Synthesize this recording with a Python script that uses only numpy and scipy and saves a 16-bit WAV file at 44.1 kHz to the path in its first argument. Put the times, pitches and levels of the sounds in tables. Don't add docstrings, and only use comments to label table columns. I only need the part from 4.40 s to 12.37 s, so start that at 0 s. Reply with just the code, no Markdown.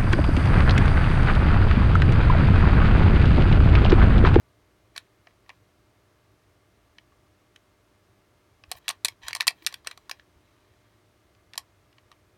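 import sys
import numpy as np
from scipy import signal
from scipy.fft import rfft, irfft
from scipy.io import wavfile
from scipy.ndimage import uniform_filter1d

SR = 44100
rng = np.random.default_rng(int(sys.argv[2]) if len(sys.argv) > 2 else 0)


def generate_wav(sig):
    pcm = np.round(np.clip(np.atleast_2d(sig).T, -1, 1) * 32767).astype(np.int16)
    wavfile.write(sys.argv[1], SR, pcm)


def to_linear_factor(level_db):
    exponent = np.asarray(level_db, float) / 20
    return 10 ** exponent


N = 351477

# frequency in Hz, relative level in dB, 60 dB decay time in seconds.
MODES = [(700, -10, 0.023), (900, -9, .02), (1110, -4, 0.021), (1480, -20.5, .014), (1764, 1.5, 0.012),
         (1932, -5, 0.026), (2310, -1.5, .016), (2606, 2.5, 0.007), (2950, 1, 0.0069), (3300, -2, .01),
         (3560, -8, .01), (4052, 6.5, 0.0051), (4475, -2, 0.0076), (4728, 3, 0.0053), (5200, -7.5, .012),
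         (5763, -5, 0.013), (6300, -7, .01), (7000, -2, 0.0031), (7700, -0.5, 0.003), (8627, -8, 0.0052),
         (8900, -8.5, 0.011), (9000, -36, .08), (9550, -9.5, 0.0064), (10340, -12.5, .008),
         (11260, -11, .014), (11400, -37, .07), (12460, -13, .007), (13400, -13.5, .012),
         (14380, -22, .007), (15300, -25, .008)]


def evened(x):
    return x / np.sqrt(np.mean(x ** 2) + 1e-20)


def read(points, hz):
    f, value = np.transpose(points)
    return np.interp(np.log(hz + 1), np.log(f + 1), value)


def add(mix, s, sound):
    part = mix[round(s * SR):][:len(sound)]
    part += sound[:len(part)]


def coloured(x, gain_at):
    return irfft(rfft(x) * gain_at(np.fft.rfftfreq(len(x), 1 / SR)), len(x))


def ringing(weights):
    hz, db, t60 = np.transpose(MODES)[:, :, None]
    t = np.arange(3500) / SR
    onset = 1 - np.exp(-t * hz / 0.13)
    decay = to_linear_factor(db - 60 * t / t60)
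    return weights[:, None] * onset * decay * np.sin(2 * np.pi * hz * t)


def knocks():
    # start in seconds, strength in dB, frequency in Hz that the
    # struck spot favours, hardness in dB, how freely the heavy frame rings in dB.
    events = [(0.5524, -60, 1970, -20, -12), (0.561, -38.5, 1880, -8, -3.5), (0.5635, -37, 2100, 1, -38),
              (0.5727, -49, 1740, 5, -1), (0.5777, -31, 3700, 1.5, -33), (0.8702, -47.5, 710, -16, -5),
              (0.909, -65, 2100, -14, -11), (1.062, -62, 1980, -18, -5), (1.0927, -42, 1120, -7, -3.5),
              (1.1015, -42.5, 1960, -28, -8), (2.5837, -44, 3300, -9, -18), (2.721, -60, 1080, -3, 18),
              (3.1602, -47.5, 3170, -1.5, -44), (4.2373, -46.5, 2586, -6, -6), (4.3151, -27.5, 690, 10, 4),
              (4.3194, -31.5, 4100, 2, -7.5), (4.3524, -49, 736, 5, 8), (4.4805, -23, 2520, 1, -17.5),
              (4.4896, -23, 8700, 7, -1), (4.5009, -27.5, 9020, -4, -2.5), (4.5079, -33.5, 8600, 4, -2),
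              (4.6476, -16.5, 4070, 12, -2), (4.6545, -23, 8900, 3.5, -27), (4.6831, -28.5, 2426, 3, -12.5),
              (4.8824, -27.5, 1800, 6.5, -4.5), (4.908, -38, 1824, -6, -16),
              (4.9302, -27.5, 2454, -3, -25.5), (4.9496, -26, 8750, 3, -6), (4.9607, -33.5, 8646, 4, 5.5),
              (4.9676, -36, 3975, 4.5, -5), (5.0017, -30.5, 1074, -6, 2), (5.0068, -18, 4067, -4, -18.5),
              (5.0171, -33.5, 1850, 0, -5), (5.026, -39, 1883, -0.5, -7), (5.0695, -20.5, 1124, 10, 4),
              (5.0781, -12.5, 4570, 5, -19.5), (5.0816, -18, 2380, -2, -28), (5.1065, -39.5, 679, 0, 1),
              (5.2219, -53.5, 2290, -3, -34), (5.2471, -52, 2260, 4.5, -9), (5.2641, -19.5, 4410, 7, -32),
              (5.2695, -23.5, 8830, -0.5, -16.5), (5.3245, -43, 1730, 6.5, 3),
              (5.3407, -32, 3290, 1, -25.5), (5.4464, -52.5, 1100, 6, 5), (5.4644, -45.5, 780, -12, -3),
              (5.4713, -26, 8560, -1, -20), (5.5117, -37.5, 3680, -1, -7), (5.5749, -45, 1030, 7, 4),
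              (5.6951, -34.5, 1100, 4, 2), (5.7122, -29.5, 5200, -1.5, -16),
              (5.7965, -49.5, 1750, -13, -27), (6.9492, -64, 2580, 0, -6), (7.1344, -43.5, 2600, 1, -14),
              (7.1423, -48.5, 1880, -14, -14), (7.1551, -47.5, 814, 3.5, 2), (7.1773, -25, 5040, 9, 0.5),
              (7.192, -47, 9000, -6, 4), (7.5277, -62, 2810, -3.5, -16), (7.5825, -54, 3300, -11, -7.5),
              (7.7156, -49, 1100, 3, 5.5), (7.7245, -57, 3100, -3.5, 2)]
    borders_hz = [1400, 3200, 6500]
    hardness_slope = [0.016, 0.13, .8, 1.57]
    middling_db = [-0.54, -0.2, .6, -6.5]
    chatter_s, grip_slope = 0.0015, 0.077
    spot_region_db = 2
    firm_db, weak_dull = -29.5, 0.3

    out, t = np.zeros(N), np.arange(600) / SR
    mode_hz = np.transpose(MODES)[0]
    region = np.searchsorted(borders_hz, mode_hz)
    for s, db, favoured_hz, hard_db, frame_db in events:
        contacts = rng.standard_normal(600) * (rng.random(600) < 0.3)
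        decay_s = chatter_s * to_linear_factor(grip_slope * frame_db)
        contacts *= (1 - np.exp(-t / 0.0002)) * np.exp(-(t / decay_s) ** 0.81)

        away = abs(np.log(mode_hz / favoured_hz))
        spot_db = 8.9 * np.exp(-(away / 0.12) ** 2) - 3.3 * away
        spot_db += 0.5 * rng.standard_normal(len(MODES))
        modes = ringing(rng.choice([-1, 1], len(MODES)) * to_linear_factor(spot_db))
        rings = signal.fftconvolve(contacts[None], modes, axes=1)
        rings *= (np.linalg.norm(modes, axis=1) / np.linalg.norm(rings, axis=1))[:, None]

        share = to_linear_factor(middling_db + hard_db * np.array(hardness_slope))
        share[0] *= to_linear_factor(frame_db)
        share[-1] *= to_linear_factor(weak_dull * min(db - firm_db, 0))
        share[np.searchsorted(borders_hz, favoured_hz)] *= to_linear_factor(spot_region_db)
        share /= np.linalg.norm(share)
        for k, part in enumerate(share):
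            ring = rings[region == k].sum(0)
            burst_rms = np.sqrt(np.sum(ring ** 2) / 220)
            add(out, s, to_linear_factor(db) * part * ring / burst_rms)
    return signal.sosfilt(signal.butter(4, 500, "high", fs=SR, output="sos"), out)


def slides():
    # start in seconds, length in seconds, level at the start in dB,
    # change of level over the length in dB, hiss relative to the rasp in dB.
    passages = [(0.531, .2, -54, -35.5, -12.5), (.78, .15, -80, 6, -20), (1.055, .14, -70, -9, -9),
                (4.278, .09, -69, 11, -8.5), (4.36, 0.032, -58, 2.5, 0.5), (4.402, .095, -73, 13, -21),
                (4.5, .08, -57.5, -14.5, -15.5), (4.655, 0.093, -54.5, -14, -12.5),
                (4.809, 0.12, -51, 9.5, -22.5), (4.927, .125, -56, -5.5, -15.5),
                (5.119, 0.24, -66, 1.5, -12), (5.22, 0.028, -69.5, -0.5, 5.5),
                (5.25, .17, -59.5, -7.5, -14), (5.442, .11, -56.5, -1.5, -15), (5.55, .15, -70.5, -3, -13),
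                (5.69, .16, -66, -10, -13), (5.95, .7, -73.5, -3, -20)]
    # frequency in Hz, gain in dB.
    colour = [(400, -25.5), (850, 3), (1300, -4), (1800, -0.5), (2500, -2.5), (3400, 1.5), (3900, -1),
              (4500, -10.5), (7000, -8.5), (15000, -27.5)]
    judder_db, judder_s = 1.5, 0.0054
    edges = 0.43

    slip_db = 3.0 * np.minimum(rng.exponential(1, N), 4)
    slips = rng.standard_normal(N) * to_linear_factor(slip_db) * (rng.random(N) < 4000 / SR)
    alternating = (-1.) ** np.arange(len(MODES))
    rung = signal.oaconvolve(slips, ringing(alternating).sum(0))[:N]
    rasp = evened(rung) + 0.3 * evened(slips)
    rasp = evened(coloured(rasp, lambda hz: to_linear_factor(read(colour, hz))))
    hiss = evened(np.diff(rng.standard_normal(N + 1)))
    waver = evened(uniform_filter1d(rng.standard_normal(N), round(judder_s * SR)))
    rasp = evened(rasp * to_linear_factor(judder_db * waver))

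    out = np.zeros(N)
    for s, length, db, fade_db, hiss_db in passages:
        u = np.arange(0, 1, 1 / (length * SR))
        at = slice(round(s * SR), round(s * SR) + len(u))
        rub = rasp[at] + to_linear_factor(hiss_db) * hiss[at]
        add(out, s, to_linear_factor(db + fade_db * u) * signal.windows.tukey(len(u), edges) * rub)
    return out


def bumps():
    # start in seconds, peak of the envelope in dB, frequency in Hz.
    events = [(4.278, -49.5, 71), (4.35, -53, 65), (4.491, -60, 180), (4.712, -55, 108), (4.841, -50, 68.6),
              (5.07, -58, 151.4), (5.219, -54, 326), (5.959, -52.5, 75)]
    out, t = np.zeros(N), np.arange(4000) / SR
    for s, db, hz in events:
        u = t / 0.0074
        add(out, s, to_linear_factor(db) * u * np.exp(1 - u) * np.sin(2 * np.pi * hz * t))
    return out


def room(x):
    # frequency in Hz, 60 dB decay time in seconds.
    decay = [(500, .16), (1500, 0.11), (4000, 0.078), (12000, 0.07)]
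    taps, at = np.zeros(SR // 3), np.arange(380, SR // 3 - 10, 10)
    taps[at + rng.integers(0, 10, len(at))] = rng.choice([-1., 1.], len(at))
    hz, t, z = signal.stft(taps, SR, nperseg=128)
    fading = to_linear_factor(-60 * t / read(decay, hz)[:, None])
    tail = signal.istft(z * fading, SR, nperseg=128)[1]
    return signal.oaconvolve(x, tail / np.linalg.norm(tail))[:N]


def background():
    # frequency in Hz, relative level in dB.
    hiss_colour = [(15, -46), (25, -18.5), (53, -6.5), (108, -1), (130, -9.5), (256, -11.5), (354, -8.5),
                   (516, -12.5), (560, -16.5), (607, -16), (1040, -15.5), (2050, -20), (2410, -21.5),
                   (11900, -33), (16000, -38)]
    # centre in Hz, 1/e half-width in Hz, rms level in dB.
    booms = [(60, 15, -76), (105, 24, -71), (367, 50, -77), (1166, 80, -81), (180, 40, -83)]
    # frequency in Hz, rms level in dB.
    tones = [(301.5, -77.5), (602.9, -77), (678.3, -82.5), (1357, -88), (1669, -88), (2110, -84.5)]
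    hiss = coloured(rng.standard_normal(N), lambda hz: to_linear_factor(read(hiss_colour, hz)))
    out = to_linear_factor(-65.5) * evened(hiss)
    for centre_hz, width, db in booms:
        band = coloured(rng.standard_normal(N), lambda hz: np.exp(-((hz - centre_hz) / width) ** 2))
        out = out + to_linear_factor(db) * evened(band)
    for hz, db in tones:
        drift = np.cumsum(rng.standard_normal(N)) * 0.027
        out = out + to_linear_factor(db) * np.sqrt(2) * np.sin(2 * np.pi * hz * np.arange(N) / SR + drift)
    return out


def scene():
    pistol = knocks() + slides()
    return (pistol + to_linear_factor(-18.5) * room(pistol) + bumps() + background())[None]


def low_pass(x):
    return signal.sosfilt(signal.butter(12, 16860, fs=SR, output="sos"), x)


def record(dry):
    # centre in Hz, 1/e half-width in Hz, gain in dB.
    notches = [(7540, 580, -2), (10450, 500, -2.5)]

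    def port_gain(hz):
        return to_linear_factor(sum(db * np.exp(-((hz - f) / w) ** 2) for f, w, db in notches))

    heard = coloured(dry[0], port_gain)
    return low_pass(heard[None])


dry = scene()
out = record(dry)
generate_wav(out)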